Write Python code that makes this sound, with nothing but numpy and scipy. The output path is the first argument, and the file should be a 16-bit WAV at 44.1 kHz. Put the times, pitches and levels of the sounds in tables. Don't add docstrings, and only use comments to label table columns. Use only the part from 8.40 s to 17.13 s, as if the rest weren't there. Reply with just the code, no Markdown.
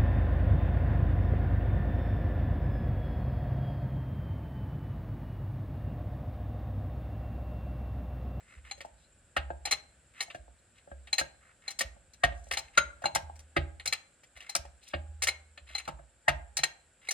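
import sys
import numpy as np
from scipy import signal
from scipy.fft import rfft, irfft
from scipy.io import wavfile
from scipy.ndimage import uniform_filter1d

SR = 44100
rng = np.random.default_rng(int(sys.argv[2]) if len(sys.argv) > 2 else 0)


def master_out(mix):
    frames = np.transpose(np.atleast_2d(mix))
    ceiling = np.clip(frames, -1, 1)
    pcm = np.round(ceiling * 32767).astype(np.int16)
    wavfile.write(sys.argv[1], SR, pcm)


N = 384993
HZ = np.fft.rfftfreq(N, 1 / SR) + 1e-3
FREE_MS = 13.5


def undb(db):
    return 10 ** (np.asarray(db) / 20)


def along(table):
    hz, value = np.transpose(table)
    return np.interp(np.log(HZ), np.log(hz + 1), value)


def unit(x):
    return x / np.sqrt(np.mean(x ** 2))


def walk(rate):
    spacing = int(SR / rate)
    steps = np.repeat(rng.standard_normal(N // spacing + 1), spacing)
    return uniform_filter1d(steps, spacing)[:N]


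def coloured(table):
    spectrum = rfft(rng.standard_normal(N)) * undb(along(table))
    return unit(irfft(spectrum, N))


def place(at, size):
    track = np.zeros(N, size.dtype)
    np.add.at(track, np.minimum(at, N - 1).ravel(), size.ravel())
    return track


def pole(hz, t60):
    return np.exp((2j * np.pi * hz - np.log(1000) / t60) / SR)


def ring(push, hz, t60):
    return signal.lfilter([1], [1, -pole(hz, t60)], push).imag


def contacts(blows, count, spread):
    time_s = np.array(blows)[:, 0]
    start = time_s[:, None] * SR
    free = FREE_MS * SR / 1000
    order = np.arange(count)
    rattle = rng.random((len(time_s), count)) * spread * free
    later = np.where(order > 1, rattle, order * 0.001206 * SR)
    size = undb(np.select([order == 0, order == 1], [-8.0, 0], -6.5))
    size = size * rng.choice([-1, 1], later.shape)
    size = size / np.sqrt(np.sum(size ** 2, axis=1, keepdims=True))
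    return (start + later).astype(int), size, (start + free).astype(int)


def body(modes, blows, blow_db, scatter_db, spread, choke, push_ms, count):
    at, size, touch = contacts(blows, count, spread)
    out = 0
    for hz, db, t60 in modes:
        chance = rng.standard_normal((len(blow_db), 2))
        strength = np.sign(chance[:, 0]) * undb(blow_db + db + scatter_db * chance[:, 1])
        share = size * strength[:, None]
        left_over = np.sum(share * pole(hz, t60) ** (touch - at), axis=1, keepdims=True)
        push = place(at, share + 0j) - choke * place(touch, left_over)
        out = out + ring(push, hz, t60)
    shape = np.hanning(int(push_ms * SR / 1000) + 3)
    return np.convolve(out, shape / shape.sum())[:N]


def burst(colour, blow_db, tail_s):
    at, size, _ = contacts(BLOWS, count=5, spread=0.97)
    pushes = place(at, np.abs(size) * undb(blow_db)[:, None])
    fade = signal.lfilter([1], [1, -np.exp(-1 / (tail_s * SR))], pushes)
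    return uniform_filter1d(fade, size=45, origin=22) * coloured(colour)


# (frequency [Hz], relative level [dB per Hz])
AIR_COLOUR = [(18, -39.5), (30, -10), (64, -8.5), (161, -18.5), (259, -21.5), (461, -25.5), (510, -19),
              (1050, -31.5), (1540, -21.5), (2130, -30.5), (2350, -27.5), (2950, -31), (6410, -38),
              (7640, -20.5), (12000, -47), (15600, -79.5), (22000, -120)]
# (frequency [Hz], likeness [0-1])
AIR_LIKENESS = [(60, .95), (300, 1), (1400, 0.6), (3000, 0.7), (7000, 0), (15000, 0.16)]


def air():
    mid, side = (rfft(rng.standard_normal(N)) * undb(along(AIR_COLOUR)) for _ in range(2))
    alike = along(AIR_LIKENESS)
    both = mid * np.sqrt(1 + alike) + side * np.sqrt(1 - alike) * np.array([[1], [-1]])
    bass = 1 / (1 + (HZ / 250) ** 2)
    rumble = irfft(both * bass, N) * undb(3.4 * walk(0.55))
    hiss = irfft(both * (1 - bass), N) * undb(0.5 * walk(3.1))
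    return undb(-65) * unit(rumble + hiss)


def crickets(hz, rate, db):
    turn = np.cumsum(rate * (1 + 0.035 * walk(4.5))) / SR % 1 - .5
    pulse = np.exp(-(turn / 0.12) ** 2)
    tone = np.sin(2 * np.pi * np.cumsum(hz * (1 - 2.4 * turn ** 2)) / SR)
    return undb(db + 1.8 * walk(1.0) + 2.5 * walk(90)) * unit(pulse * tone)


# (time [s], length [s], level at the start [dB], centre of the hiss [Hz])
SCRAPE_TIMES = [(0.007, 0.18, -68.5, 2210), (0.241, 0.058, -63.5, 2300), (.57, 0.078, -77.5, 3340),
                (1.738, 0.079, -60.5, 2300), (2.348, 0.043, -70, 2600), (3.012, 0.1, -68, 1940),
                (3.221, 0.075, -63, 2200), (3.95, 0.14, -71.5, 5400), (4.238, 0.046, -70, 2500),
                (4.328, 0.048, -65, 2496), (5.953, 0.17, -62.5, 2385), (6.413, 0.1, -64, 3030),
                (7.267, 0.14, -57.5, 2543), (7.4, 0.1, -67.5, 2100), (8.615, .065, -61, 2500)]
# (frequency [Hz], relative level [dB per Hz])
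SCRAPE_COLOUR = [(900, 3.5), (1900, -11), (2600, -11), (3300, -15.5), (4200, -13), (6000, -5.5),
                 (10000, 2.5)]
# (frequency [Hz], relative level [dB], time to fade by 60 dB [s])
HANDLE_MODES = [(795, -11, .08), (2159, -3, .06), (2290, -12, .05), (4102, 0, .09), (4092, -21, .3),
                (4112, -19, .28), (4215, -9, .06), (6545, -8, .08), (6580, -24, .35), (7410, -14, .06),
                (9490, -11, .07), (11760, -26, .04)]


def scrapes():
    swell_db, release_s = 8, 0.013
    half_width_octaves = .42
    t = np.arange(N) / SR
    grit = np.zeros(N)
    hiss = undb(5.0 * walk(220)) * coloured(SCRAPE_COLOUR)
    for start_s, length_s, db, hz in SCRAPE_TIMES:
        swell = undb(db + swell_db * np.clip((t - start_s) / length_s, 0, 1))
        release = np.exp(-np.maximum(t - start_s - length_s, 0) / release_s)
        level = (t > start_s) * swell * release
        edges = hz * 2. 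** np.array([-half_width_octaves, half_width_octaves])
        sos = signal.butter(2, edges, "band", fs=SR, output="sos")
        grit += uniform_filter1d(level, size=400) * unit(signal.sosfilt(sos, hiss))
    singing = sum(undb(db) * ring(grit, hz, t60) for hz, db, t60 in HANDLE_MODES)
    return grit + undb(-35.5) * singing


# (time [s], low mode level [dB], high mode level [dB], high mode frequency [Hz],
# time to fade by 60 dB [s])
BOARD_THUDS = [(0.163, -50.5, -48.5, 68.3, 0.76), (0.509, -55, -63, 68, 0.4),
               (0.976, -38.5, -33, 69.9, 0.84), (1.269, -65, -47.5, 70.7, 0.57),
               (1.987, -46, -50, 67.2, 0.52), (2.514, -52, -40.5, 66.7, 0.44),
               (2.809, -61, -54, 65.3, 0.57), (3.444, -40, -45.5, 70.6, 0.37),
               (3.839, -30.5, -36.5, 74.7, 0.68), (4.119, -62, -50.5, 75.5, 0.57),
               (4.388, -44.5, -43, 69.6, 0.58), (4.732, -51, -48, 83.6, 0.71),
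               (4.827, -47.5, -39, 76.2, 0.89), (5.178, -33, -27.5, 76.9, 0.5),
               (5.457, -74, -47, 83.3, 0.27), (5.955, -58.5, -55.5, 69, 0.35),
               (6.187, -43.5, -40.5, 70.4, 0.49), (6.542, -45, -34, 77.3, 1.3),
               (7.212, -64.5, -53, 66.4, 1.8), (7.53, -38.5, -59, 67.3, 0.38),
               (7.891, -35.5, -37.5, 72.5, 0.69), (8.189, -53, -76, 68.3, 0.33),
               (8.454, -79, -60.5, 76.8, 0.26)]


def boards():
    low_hz, rise_ms = 58.13, 4.1
    out = np.zeros(N)
    for time_s, low_db, high_db, high_hz, t60 in BOARD_THUDS:
        start = int(time_s * SR)
        t = np.arange(N - start)[:SR] / SR
        swell = (1 - np.exp(-t * 1000 / rise_ms)) ** 2 * undb(0.5 - 60 * t / t60)
        low = undb(low_db) * np.sin(2 * np.pi * low_hz * t)
        high = undb(high_db) * np.sin(2 * np.pi * high_hz * t)
        out[start:][:SR] += swell * (low + high)
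    return out * undb(1.5 * walk(25))


# (time [s], force on the frame [dB], ring of the handle [dB], knock into the table [dB],
# crack [dB])
BLOWS = [(0.3112, -35.5, -32, -49, -46), (0.3774, -55, -66, -50, -60), (0.405, -35, -71, -42, -46.5),
         (0.4482, -58, -76, -39, -57), (0.9647, -21, -68, -20.5, -38), (1.103, -53, -74.5, -28, -81),
         (1.2529, -31.5, -30, -54, -31.5), (1.2699, -32.5, -39, -36, -70), (1.3101, -22, -26.5, -61, -23),
         (1.3224, -26, -23.5, -35, -32.5), (1.8057, -29, -26.5, -51, -32.5), (1.824, -45.5, -35, -49, -40),
         (1.8794, -67, -69.5, -45, -62), (1.9006, -37.5, -67, -53.5, -58), (1.946, -44, -58, -32, -52.5),
         (2.0794, -82, -89.5, -48, -83), (2.1864, -79, -76, -89, -69), (2.473, -78, -91, -41.5, -83.5),
         (2.5139, -61, -88, -33, -82), (2.6717, -42.5, -55.5, -53, -60), (2.7289, -28, -25, -46, -30),
         (2.7818, -21.5, -24, -46, -25), (2.7954, -33.5, -29.5, -37.5, -33),
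         (2.8108, -50, -66, -25.5, -56.5), (3.2788, -34.5, -32.5, -62, -41), (3.3047, -41, -37, -58, -37.5),
         (3.3886, -31.5, -38, -55, -24.5), (3.407, -22.5, -38.5, -25, -26), (3.5634, -75, -83, -49, -79),
         (3.7339, -54, -64, -80, -52), (3.8357, -15.5, -42, -18, -31), (3.9204, -51, -77, -39, -78),
         (4.067, -60, -75, -47, -66), (4.1111, -23.5, -38.5, -34, -29.5), (4.1345, -30, -34, -43.5, -35),
         (4.1707, -25, -30.5, -36, -30.5), (4.189, -42.5, -42.5, -50.5, -39),
         (4.3745, -14, -27, -17.5, -25.5), (4.619, -47, -72, -38.5, -57), (4.64, -40, -50, -21.5, -49),
         (4.6554, -28.5, -28.5, -25, -41), (4.749, -32.5, -32, -31, -23), (4.7569, -27, -44, -21.5, -40),
         (4.8968, -66.5, -81, -45.5, -78), (4.9556, -58.5, -73, -57.5, -55),
         (4.991, -53, -86.5, -62.5, -48), (5.1644, -20.5, -58, -18, -40.5),
         (5.3973, -39, -42.5, -57.5, -66), (5.4561, -26, -37, -44.5, -29), (5.4744, -41.5, -31, -40, -28.5),
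         (5.5248, -21.5, -29.5, -35, -27), (5.8331, -51, -84, -55.5, -56.5),
         (5.971, -53, -76.5, -51, -55.5), (6.0034, -39.5, -65.5, -73, -53),
         (6.0224, -50, -63.5, -60.5, -58), (6.0934, -41, -34.5, -65, -36.5),
         (6.1508, -24, -37, -25.5, -20.5), (6.2503, -52.5, -72, -41, -61),
         (6.4348, -63.5, -61, -62.5, -55.5), (6.4782, -63, -68, -55.5, -46.5),
         (6.5356, -27.5, -59.5, -21.5, -67.5), (6.8209, -28.5, -27.5, -47.5, -24),
         (6.8351, -28, -32, -55, -25.5), (6.8702, -21.5, -32.5, -34.5, -25),
         (6.8844, -27, -22.5, -44, -33.5), (7.1752, -40.5, -54, -46.5, -63), (7.3014, -49, -75, -49, -75),
         (7.3497, -32.5, -30.5, -50, -40.5), (7.3806, -37.5, -33, -65.5, -41),
         (7.451, -48.5, -60, -55, -58), (7.4764, -35.5, -54, -30.5, -43), (7.4864, -54, -67.5, -26, -61.5),
         (7.5894, -65.5, -95.5, -39.5, -76), (7.8813, -18, -43, -15.5, -29), (8.1686, -28, -34, -45, -23),
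         (8.1882, -33, -32.5, -33.5, -39.5), (8.2337, -20.5, -25.5, -33.5, -23.5),
         (8.6866, -47, -26, -58.5, -37.5), (8.7074, -30, -38, -63, -24.5)]
FRAME_DB, HANDLE_DB, KNOCK_DB, CRACK_DB = np.array(BLOWS)[:, 1:].T
# (frequency [Hz], relative level [dB], time to fade by 60 dB [s])
FRAME_MODES = [(1600, -7, .055), (1790, -3, .055), (1880, 0, .06), (2065, -2, .055), (2320, -3, .055),
               (2580, -4, .05), (2790, -3, .06), (3117, -8, .05), (3250, -8, .055), (3634, -11, .05),
               (3905, -13, .05), (4740, -13, .05)]
# (frequency [Hz], relative level [dB per Hz])
CRUNCH_COLOUR = [(300, -10.5), (700, -3.5), (1000, -6.5), (1400, -3.5), (2000, 1), (2800, 2), (4500, -8.5),
                 (6000, -37)]


def frame():
    tones = body(FRAME_MODES, BLOWS, FRAME_DB, scatter_db=5.5, spread=.7, choke=0.28, push_ms=.12, count=5)
    short = burst(CRUNCH_COLOUR, FRAME_DB, tail_s=0.0087)
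    long = burst(CRUNCH_COLOUR, FRAME_DB, tail_s=0.032)
    return undb(-11.0) * tones + undb(-10.5) * short + undb(-32.0) * long


def handle():
    clinks = body(HANDLE_MODES, BLOWS, HANDLE_DB, scatter_db=2.5, spread=.2, choke=0.41, push_ms=.03, count=2)
    return undb(1.0) * clinks


# (frequency [Hz], relative level [dB], time to fade by 60 dB [s])
TABLE_MODES = [(548.4, -10.5, 0.14), (577.8, -8.5, 0.16), (643, -4, 0.076), (700.4, -5, .07),
               (846, 5.5, 0.025)]


def press_table():
    knocks = body(TABLE_MODES, BLOWS, KNOCK_DB, scatter_db=6.0, spread=.4, choke=0.2, push_ms=0.76, count=2)
    return undb(-6.5) * knocks


# (frequency [Hz], relative level [dB], time to fade by 60 dB [s])
HOUSING_MODES = [(1127, -4, 0.013), (1267, -7, 0.027), (1327, -1, 0.023), (1620, -0.5, 0.1)]


def housing():
    hard_db, steepness = -26, 1.55
    housing_db = hard_db + steepness * (KNOCK_DB - hard_db)
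    knocks = body(HOUSING_MODES, BLOWS, housing_db, scatter_db=2.5, spread=0.32, choke=0.37, push_ms=.35, count=3)
    return undb(-5.5) * knocks


# (frequency [Hz], relative level [dB per Hz])
CRACK_COLOUR = [(2500, -16), (4500, -0.5), (5900, 4.5), (7500, -1.5), (10000, -4), (12500, -10),
                (14500, -12.5), (16500, -22)]


def crack():
    return undb(-3.5) * burst(CRACK_COLOUR, CRACK_DB, tail_s=0.0053)


# (frequency [Hz], relative level [dB], time to fade by 60 dB [s])
BASE_MODES = [(140, -5, 0.22), (184, -7, 0.25), (275.2, -2, 0.12), (337.5, 5, 0.13)]


def base():
    base_db = KNOCK_DB - 18
    return body(BASE_MODES, BLOWS, base_db, scatter_db=3.5, spread=1.0, choke=0.2, push_ms=3.84, count=4)


# (time [s], ram level [dB], crossbeam hum [dB], jolt in the base [dB])
SLIPS = [(0.9647, -24, -51, -41), (3.8351, -23, -58, -35.5), (5.165, -25.5, -52.5, -28.5),
         (6.535, -32, -43, -38), (7.8807, -23, -42, -40.5)]
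_, RAM_DB, BEAM_DB, JOLT_DB = np.array(SLIPS).T
# (frequency [Hz], relative level [dB], time to fade by 60 dB [s])
RAM_MODES = [(800, -3, .055), (1250, -4, .055), (1445, -6, .06), (1830, 0, .06), (1900, 0, .055),
             (2220, -4, .055), (2795, -2, .06)]
BEAM_MODES = [(822, 0, .7)]


def slip_ring():
    ram = body(RAM_MODES, SLIPS, RAM_DB, scatter_db=1.5, spread=0.98, choke=0.17, push_ms=.15, count=3)
    beam = body(BEAM_MODES, SLIPS, BEAM_DB, scatter_db=-1.0, spread=.5, choke=0, push_ms=1.0, count=2)
    return ram + beam


def slip_jolt():
    return body(BASE_MODES, SLIPS, JOLT_DB, scatter_db=0.0, spread=0.983, choke=0.055, push_ms=2.3, count=4)


# (time [s], level [dB])
CLANKS = [(4.3744, -12), (4.638, -38.5)]
# (frequency [Hz], relative level [dB], time to fade by 60 dB [s])
CASING_MODES = [(1148, -14, .2), (1388, 0, .26), (1468, -6, .2), (2068, -10, .25), (2322, -13, .1),
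                (3905, -15, .25), (6578, -12, .22)]


def casing():
    clank_db = np.array(CLANKS)[:, 1]
    return body(CASING_MODES, CLANKS, clank_db, scatter_db=1.0, spread=.2, choke=0.77, push_ms=.03, count=2)


def press():
    upper = frame() + handle() + press_table() + housing() + crack() + slip_ring() + casing()
    no_bass = signal.butter(4, 380, "high", fs=SR, output="sos")
    return signal.sosfilt(no_bass, upper) + base() + slip_jolt()


# (centre frequency [Hz], time to fade by 60 dB [s], level [dB])
SHED_BANDS = [(150, 0.49, -11.5), (650, 0.38, -9.5), (1950, 0.072, -13), (4740, 0.2, -14),
              (10600, 0.099, -19)]


def shed(x):
    t = np.arange(SR // 2) / SR
    echo = 0
    for hz, t60, db in SHED_BANDS:
        sos = signal.butter(1, [hz / 1.9, hz * 1.9], "band", fs=SR, output="sos")
        band = signal.sosfilt(sos, rng.standard_normal((2, len(t))))
        band = band * undb(-60 * t / t60) * (t > .004)
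        echo = echo + undb(db) * band / np.sqrt(t60 * SR / 14)
    return signal.fftconvolve(x[None], echo, axes=1)[:, :N]


# (frequency [Hz], phase [rad])
PORT_PHASE = [(0, -2), (860, 1.59), (1210, 7), (1640, 3.5), (1890, 7.5), (2840, 6.5), (3100, 7.5),
              (3790, 7), (8180, 0.5), (10400, 0.87), (11900, -2.5), (13400, -2.5), (14800, -1), (16200, -8)]
# (frequency [Hz], level [dB])
PORT_TILT = [(60, -2.5), (110, -0.5), (200, -7.5), (380, 0), (700, 1), (1290, 4.5), (2380, -0.5), (4400, 6),
             (8120, 4.5), (15000, -2)]


def microphone_ports(x):
    pan_db = -0.7
    left = np.exp(.5j * along(PORT_PHASE)) * undb((along(PORT_TILT) + pan_db) / 2)
    return irfft(rfft(x) * np.array([left, 1 / left]), N)


def scene():
    outside = air() + crickets(hz=7400, rate=15.6, db=-79.5)
    steel_and_boards = scrapes() + boards() + press()
    return outside + microphone_ports(steel_and_boards) + shed(steel_and_boards)


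def record(dry):
    dry = signal.sosfilt(signal.butter(3, 42, "high", fs=SR, output="sos"), dry)
    return signal.sosfilt(signal.ellip(10, .2, 80, 16300, fs=SR, output="sos"), dry)


dry = scene()
out = record(dry)
master_out(out)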